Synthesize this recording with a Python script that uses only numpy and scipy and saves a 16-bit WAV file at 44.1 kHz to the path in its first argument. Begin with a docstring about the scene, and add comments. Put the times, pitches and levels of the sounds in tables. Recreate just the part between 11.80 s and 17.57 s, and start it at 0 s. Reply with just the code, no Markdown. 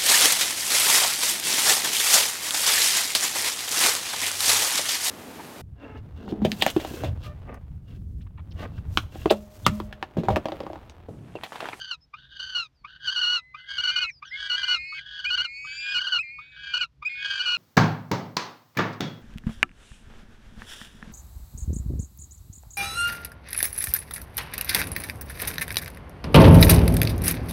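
"""Young falcons beg at a nest box high above a forest, heard by one microphone.
One wails harshly: each cry opens with a cluck, swells as a rasp, catches in loud clear bursts and falls away.
Another yelps, then whines on two rising notes at once, one from each side of its syrinx.
The box rings and adds short reflections to both. A small bird sings far off over a low rumble and faint air."""
import sys
import numpy as np
from scipy import signal
from scipy.fft import rfft, irfft
from scipy.io import wavfile

SR = 44100
rng = np.random.default_rng(int(sys.argv[2]) if len(sys.argv) > 2 else 0)


def to_wav(s):
    """Save 16-bit WAV."""
    ch = np.atleast_2d(s).T  # columns
    pcm = np.round(np.clip(ch, -1, 1) * 32767)  # PCM
    wavfile.write(sys.argv[1], SR, pcm.astype(np.int16))


N = 254456
TIME = np.arange(N) / SR

# Harsh cries; voice levels are before throat and flutter. Each row: cluck in seconds (below 0: before the
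# scene opens), swell start, swell end, fall start and end in seconds, top pitch in Hz, soft level in dB,
# full level in dB, brightness in dB per harmonic, hiss centre in Hz, hiss level in dB, cluck level in dB.
HARSH_CRIES = [ (-.4, -.3, -.1, .108, .165, 1635, -58, -41, 1.5, 3500, -60, -32),
               (.341, .485, .6, .765, .878, 1600, -59, -39.5, 1.5, 3600, -57, -31.5),
               (1.049, 1.19, 1.265, 1.555, 1.612, 1605, -54, -35, 1, 3800, -61, -32),
               (1.748, 1.853, 1.895, 2.226, 2.275, 1625, -51.5, -36, .5, 3250, -55, -31.5),
               (2.428, 2.51, 2.6, 2.938, 2.99, 1665, -53, -34.5, 0, 3350, -48, -32),
               (3.127, 3.243, 3.42, 3.645, 3.678, 1675, -43.5, -41.5, -.7, 3300, -48, -35),
               (3.85, 3.99, 4.1, 4.36, 4.41, 1655, -46.5, -36.5, -1.3, 3350, -47.5, -36.5),
               (4.59, 4.7, 4.84, 5.022, 5.068, 1675, -67, -40.5, -1.5, 3600, -57, -35),
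               (5.227, 5.335, 5.45, 5.735, 5.8, 1640, -63, -33.5, -.2, 3450, -50, -31)]
# Bursts in which the cry locks on one clear note. Each row: start in seconds, end in seconds,
# level in dB before throat and flutter.
CLEAR_BURSTS = [(.111, .16, -28.5), (.597, .607, -31), (.75, .875, -27.5), (1.274, 1.303, -26),
                (1.361, 1.402, -26), (1.414, 1.61, -25.5), (1.98, 2.011, -26), (2.037, 2.065, -25.5),
                (2.075, 2.114, -25), (2.16, 2.193, -24.5), (2.215, 2.27, -25.5), (2.698, 2.762, -26.5),
                (2.831, 2.849, -27), (2.88, 2.99, -23.7), (3.397, 3.408, -35), (3.445, 3.463, -28),
                (3.502, 3.557, -25.5), (3.577, 3.621, -25), (3.644, 3.675, -27.5), (4.146, 4.197, -26.5),
                (4.215, 4.229, -27), (4.268, 4.287, -27), (4.322, 4.41, -25), (4.937, 4.961, -24.5),
                (4.967, 4.982, -25), (5.008, 5.065, -26), (5.594, 5.62, -26), (5.657, 5.77, -25.5)]
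# Single notes that open the whines. Each row: start in seconds, end in seconds, top pitch in Hz,
# level in dB before the throat.
YELPS = [(1.4, 1.88, 2060, -52), (2.508, 2.572, 2170, -33.5), (3.448, 3.507, 2500, -26),
         (4.383, 4.426, 2600, -22), (5.247, 5.29, 2530, -23)]
# Two-note whines. Each row: start in seconds, end in seconds, upper note from Hz, to Hz, lower note from Hz,
# to Hz, level at the start, midway and at the end in dB before the throat, upper note's lead at the start
# in dB, at the end in dB, lower note's overtones in dB. A last drop in pitch comes on top.
WHINES = [ (1.88, 2.308, 2140, 2560, 1990, 2190, -58, -42, -32, 8, 4, -8),
          (2.572, 3.2, 2225, 2570, 1890, 2245, -50, -39, -36, 4, -2, 1.5),
          (3.56, 4.195, 2305, 2770, 2040, 2520, -46, -35, -38, 5, -15, 3),
          (4.426, 5.04, 2370, 2680, 2090, 2480, -39, -52, -34, 3, -9, -7),
          (5.29, 5.8, 2430, 2650, 2130, 2500, -36, -39, -33, 1, 0, -2)]
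# Sliding notes of the distant songbird. Each row: start in seconds, length in seconds, start pitch in Hz,
# pitch it slides towards in Hz, level in dB.
SONG_NOTES = [(.215, .035, 5150, 5300, -58), (.95, .08, 5200, 4200, -72), (2.295, .1, 6300, 4600, -55),
              (2.46, .09, 6300, 4600, -54)]
# Throat of the harsh voice. Each row: frequency in Hz, gain in dB.
HARSH_THROAT = [(1450, -2.7), (2900, 1.3), (3400, -2), (4200, -2.8), (4650, -4.2), (5500, -26.5),
                (6150, -17.5), (7200, -37.5), (10000, -57), (14500, -59)]
# Throat of the whining voice. Each row: frequency in Hz, gain in dB.
WHINE_THROAT = [(2800, 0), (4000, -13.5), (4650, -10), (5300, -17), (6400, -38), (7100, -24), (7800, -24),
                (8800, -55.5), (11000, -42.5)]
# Colour of the broad rasp, the hiss and the open air. Each row: frequency in Hz, relative level in dB.
RASP_COLOUR = [(150, -27), (500, -11.5), (720, -6.5), (900, -10), (1200, 4.5), (1900, -11.5), (3000, -10),
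               (4200, 0.5), (6200, -9), (7000, -18), (9000, -21.5), (10200, -39), (11600, -32),
               (14500, -60)]
HISS_COLOUR = [(1100, -37), (1600, -2), (2400, -21), (3500, 1.5), (4500, -10.5), (6200, -22), (7500, -53.5)]
AIR_COLOUR = [(700, 2), (3500, -5.5), (5300, -8), (9000, -23)]
# The low rumble's bands. Each row: centre in Hz, width of each of two passes in Hz, level in dB before surging.
RUMBLE_BANDS = [(61, 7.3, -67.5), (137, 27, -69), (46.6, 78, -67), (268, 130, -82.5)]
# The box's ringing mode, a single row: frequency in Hz, width in Hz, gain in dB.
BOX_MODE = (982, 13, 3.5)

# ceiling of a locked note's pitch, before jitter and fall
CLEAR_HZ = 1451
CUTOFF_HZ = 15700
# a cry's pitch arches: it starts low, tops out early and sags (shares of the top pitch; of the length)
ARCH_START, ARCH_END, ARCH_TOP_AT = .92, .925, .25
# the hiss swells and fades over this share of a cry
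HISS_SHARE = .62
# the voice catches around the start of its swell
CATCH_DB, CATCH_S = 14, .017
# a soft voice is dull: dB lost per harmonic for each dB below the full level
DULLING = .24
# in the closing fall the pitch drops ever faster, the level more abruptly still (dB, share, two exponents)
FALL_DB, FALL_SHARE, FALL_CURVE, FADE_CURVE = 34, .16, 1.4, 1.6
# a soft voice cannot hold its pitch: below this level its jitter grows by this share per dB
STEADY_DB, UNSTEADY_PER_DB = -42, .16
# a yelp scoops up from this share below its top; time constant as a share of its length
SCOOP_SHARE, SCOOP_TIME = .14, .24
# whines climb a little faster at first, and drop by this share over the last DROP_S seconds
CLIMB_CURVE, DROP_SHARE, DROP_S = .92, .13, .022


def harsh_cries(rough=.015, clear_rough=.012, fall_rough=.025, buzz=.01, flutter_db=3.7, waver_db=2.2,
                clear_flutter_db=2.7, second_db=-7, rasp_db=14, burst_rasp_db=-18, rasp_growth=1.94,
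                rasp_flutter_db=2.5, hiss_db=-16, lock_s=.009):
    """The two sides of the syrinx beat roughly against each other, then lock in loud bursts."""
    sounding, free_hz, level_db, tilt_db, fall = cry_shape()
    locks = [gate(start, end, lock_s) for start, end, _ in CLEAR_BURSTS]
    locked = np.clip(sum(locks), 0, 1)
    burst = sum(lock * from_db(db) for lock, (_, _, db) in zip(locks, CLEAR_BURSTS))
    free = (1 - locked) * from_db(level_db + waver_db * wobble(30))

    # locking pulls the pitch down and steadies it
    unsteady = 1 + UNSTEADY_PER_DB * np.maximum(STEADY_DB - level_db, 0)
    held_hz = np.minimum(free_hz, CLEAR_HZ)
    locked_hz = held_hz * (1 + clear_rough * wobble(70))
    rough_hz = free_hz * (1 + unsteady * rough * wobble(208))
    hz = locked * locked_hz + (1 - locked) * rough_hz
    sag = 1 - fall * (FALL_SHARE + fall_rough * wobble(300))

    flutter = wobble(130)
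    clear_flutter = np.tanh(wobble(70))
    loudness = free * from_db(flutter_db * flutter - 2.0) + burst * from_db(clear_flutter_db * clear_flutter)
    first_side = loudness * voice(sag * hz * (1 + buzz * wobble(900)), tilt_db)
    # outside the bursts the second side sounds nearer the clear pitch
    second_hz = (held_hz + .25 * (free_hz - held_hz)) * (1 + rough * wobble(250))
    second_side = free * from_db(second_db) * voice(sag * second_hz, tilt_db)

    # soft cries carry a narrow hiss; broad turbulence takes over as they get loud
    narrow = free * from_db(hiss_db) * noise(HISS_COLOUR)
    turbulence = free * from_db(rasp_db + (rasp_growth - 1) * level_db) + burst * from_db(burst_rasp_db)
    broad = turbulence * from_db(rasp_flutter_db * flutter) * noise(RASP_COLOUR)
    fade = from_db(-FALL_DB * fall ** FADE_CURVE)
    return sounding * fade * (first_side + second_side + narrow + broad)


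def cry_shape(edge_s=.013, delay_s=.015):
    """A cry catches, swells, holds and falls: gives sounding, pitch, level, tilt and how far it has fallen."""
    start, swell_from, swell_to, fall_from, end, top_hz, soft_db, full_db, bright_db, *_ = controls(HARSH_CRIES)
    arch = np.interp(progress(start, end), [0, ARCH_TOP_AT, 1], [ARCH_START, 1, ARCH_END])
    level_db = soft_db + (full_db - soft_db) * progress(swell_from, swell_to) - catches_db()
    tilt_db = bright_db - DULLING * (full_db - level_db)
    fall = progress(fall_from, end) ** FALL_CURVE
    return held(start + delay_s, end, edge_s), top_hz * arch, level_db, tilt_db, fall


def catches_db():
    """Loss of level as the voice catches around the start of each swell."""
    _, swell_from, *_ = controls(HARSH_CRIES)
    return CATCH_DB * np.exp(-np.abs(TIME - swell_from) / CATCH_S)


def voice(hz, tilt_db, count=9, order=4):
    """Harmonics of a vibrating membrane, shaped by the throat; the tilt turns the first four about the second."""
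    phase = phase_of(hz)
    out = 0
    for k in range(1, count + 1):
        tilt = from_db((min(k, order) - 2) * tilt_db)  # the fourth's tilt holds for all above it
        out = out + at_hz(HARSH_THROAT, k * hz) * tilt * np.cos(k * phase)
    return out


def hiss(flutter_db=2.5, half_width_hz=230, broad_db=-10):
    """A narrow band of hiss, its centre set for each cry, swells and fades as each cry builds."""
    start, _, _, _, end, *_, centre_hz, hiss_db, _ = controls(HARSH_CRIES)
    along = progress(start, start + HISS_SHARE * (end - start))
    swell = 4 * along * (1 - along)
    phase = phase_of(centre_hz)
    band = wobble(half_width_hz) * np.cos(phase) + wobble(half_width_hz) * np.sin(phase)
    level = from_db(hiss_db - catches_db() + flutter_db * wobble(49))
    return swell * (band + from_db(broad_db) * noise(HISS_COLOUR)) * level


def clucks(pitch_hz=1190, rise_hz_per_s=5000, attack_s=0.0024, decay_s=0.0085,
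           harmonic_db=(0, -3, -23, -25, -38)):
    """A short, low, rising note as the syrinx starts up."""
    loudness, hz = np.zeros(N), np.zeros(N)
    for s, *_, db in HARSH_CRIES:
        age = TIME - s
        near = np.abs(age) < .06  # seconds either side of the peak
        loudness += near * from_db(db) * np.exp(-np.maximum(-age / attack_s, age / decay_s))
        hz += near * (pitch_hz + rise_hz_per_s * age)
    phase = phase_of(hz * (1 + 0.034 * wobble(360)))
    return loudness * sum(from_db(db) * np.cos((k + 1) * phase) for k, db in enumerate(harmonic_db))


def yelps(jitter=.005, overtone_db=-13, edge_s=.009):
    """Both sides of the syrinx scoop up to one note together."""
    start, end, top_hz, level_db = controls(YELPS)
    hz = top_hz * (1 - SCOOP_SHARE * np.exp(-progress(start, end) / SCOOP_TIME))
    phase = phase_of(hz * (1 + jitter * wobble(300)))
    return held(start, end, edge_s) * whistle(phase, hz, level_db, overtone_db)


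def whines(coupling=.13, waver=.005, jitter=.003, buzz=.0055, upper_overtone_db=-8.5, edge_s=.005):
    """The yelp splits into two climbing notes; each tugs at the other's phase, which adds faint side tones."""
    (start, end, upper_from, upper_to, lower_from, lower_to, start_db, middle_db, end_db,
     lead_from, lead_to, overtone_db) = controls(WHINES)
    along = progress(start, end)
    climb = along ** CLIMB_CURVE
    # waver and closing drop are common to both notes
    bend = (1 - DROP_SHARE * progress(end - DROP_S, end)) * (1 + waver * wobble(9))
    upper_hz = bend * (upper_from + (upper_to - upper_from) * climb)
    lower_hz = bend * (lower_from + (lower_to - lower_from) * climb)

    outer_db = np.where(along < .5, start_db, end_db)
    level_db = middle_db + (outer_db - middle_db) * np.abs(2 * along - 1)
    lead_db = lead_from + (lead_to - lead_from) * along

    upper_phase = phase_of(upper_hz * (1 + jitter * wobble(35) + buzz * wobble(470)))
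    lower_phase = phase_of(lower_hz * (1 + jitter * wobble(35) + buzz * wobble(470)))
    # strongest when the two are equally loud
    tug = coupling * np.sin(upper_phase - lower_phase) / np.cosh(lead_db / 20)
    upper = whistle(upper_phase + tug, upper_hz, level_db + lead_db / 2, overtone_db + upper_overtone_db)
    lower = whistle(lower_phase + tug, lower_hz, level_db - lead_db / 2, overtone_db)
    return held(start, end, edge_s) * (upper + lower)


def whistle(phase, hz, level_db, overtone_db, count=4):
    """A note of four harmonics, flickering more the higher they lie, shaped by the throat."""
    out = 0
    for k in range(1, count + 1):
        harmonic_db = level_db + (k > 1) * overtone_db + 1.4 * k * wobble(9.3)
        out = out + at_hz(WHINE_THROAT, k * hz) * from_db(harmonic_db) * np.sin(k * phase)
    return out


def nest_box(x, t60=0.045, wet_db=-13):
    """The box rings at one pitch and adds a short wash of reflections."""
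    wash = rng.standard_normal(N) * from_db(-60 * TIME / t60)
    wash = signal.lfilter([1], [1, -.5], wash[:SR // 2])  # duller reflections
    wash = wash / np.sqrt(np.sum(wash ** 2))
    hz, width_hz, db = BOX_MODE
    ring = from_db(db) * resonance(x, hz, width_hz)
    return x + ring + from_db(wet_db) * signal.fftconvolve(x, wash)[:N]


def songbird(glide_s=0.042):
    """Thin whistles, far off, that slide and flatten out."""
    out = 0
    for s, length_s, start_hz, end_hz, db in SONG_NOTES:
        hz = end_hz + (start_hz - end_hz) * np.exp(-np.maximum(TIME - s, 0) / glide_s)
        note = np.sin(phase_of(hz * (1 + 0.016 * wobble(400))))
        out = out + from_db(db) * gate(s, s + length_s, edge_s=0.03) * note
    return out


def background(air_db=-77, surge_db=3.0):
    """A low, surging rumble of resonant noise bands under faint open air."""
    rumble = 0
    for hz, width, db in RUMBLE_BANDS:
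        band = resonance(resonance(rng.standard_normal(2 * N), hz, width), hz, width)
        rumble = rumble + from_db(db) * rms_one(band[N:])  # first half lets the resonance settle
    return rumble * from_db(surge_db * wobble(9.8)) + from_db(air_db) * noise(AIR_COLOUR)


def from_db(db):
    """Decibels to gain."""
    return 10 ** (np.asarray(db) / 20)


def rms_one(x):
    """Scale to unit rms."""
    return x / np.sqrt(np.mean(x ** 2) + 1e-20)


def at_hz(points, hz):
    """Gain of a spectrum at these frequencies, read along log frequency."""
    f, db = np.transpose(points)
    return from_db(np.interp(np.log(np.maximum(hz, 1)), np.log(f), db))


def noise(spectrum):
    """Coloured noise, rms 1."""
    gain = at_hz(spectrum, np.arange(N // 2 + 1) * SR / N)
    return rms_one(irfft(rfft(rng.standard_normal(N)) * gain, N))


def wobble(rate_hz):
    """Random motion up to about this rate, spread 1."""
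    lowpass = signal.butter(2, min(rate_hz, SR / 4), fs=SR, output="sos")
    return rms_one(signal.sosfilt(lowpass, rng.standard_normal(2 * N))[N:])


def resonance(x, hz, width_hz):
    """Two-pole resonance with gain about 1 on top."""
    r = np.exp(-np.pi * width_hz / SR)
    zeros = np.array([1, 0, -1]) * (1 - r * r) / 2
    poles = [1, -2 * r * np.cos(2 * np.pi * hz / SR), r * r]
    return signal.lfilter(zeros, poles, x)


def phase_of(hz):
    """Running phase of a pitch curve."""
    return 2 * np.pi * np.cumsum(hz) / SR


def controls(calls):
    """Each column over time, taken from the call that began last."""
    rows = np.array(calls)
    return rows[np.maximum(np.searchsorted(rows[:, 0], TIME) - 1, 0)].T


def progress(start, end):
    """0 before start, rising evenly to 1 at the end."""
    return np.clip((TIME - start) / (end - start), 0, 1)


def gate(start, end, edge_s):
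    """1 from start to end, with soft edges centred on both."""
    return np.sin(np.pi / 2 * np.clip(np.minimum(TIME - start, end - TIME) / edge_s + .5, 0, 1)) ** 2


def held(start, end, edge_s):
    """1 during a call, fading in and out inside its length."""
    return gate(start + edge_s / 2, end - edge_s / 2, edge_s)


def scene():
    """Both falcons at the box, the songbird and the rumble behind."""
    harsh_bird = harsh_cries() + hiss() + clucks()
    whining_bird = yelps() + whines()
    return (nest_box(harsh_bird + whining_bird) + songbird() + background())[None]


def record(dry):
    """One microphone channel, its top cut steeply."""
    return signal.sosfilt(signal.cheby2(12, 70, CUTOFF_HZ, fs=SR, output="sos"), dry)


dry = scene()
out = record(dry)
to_wav(out)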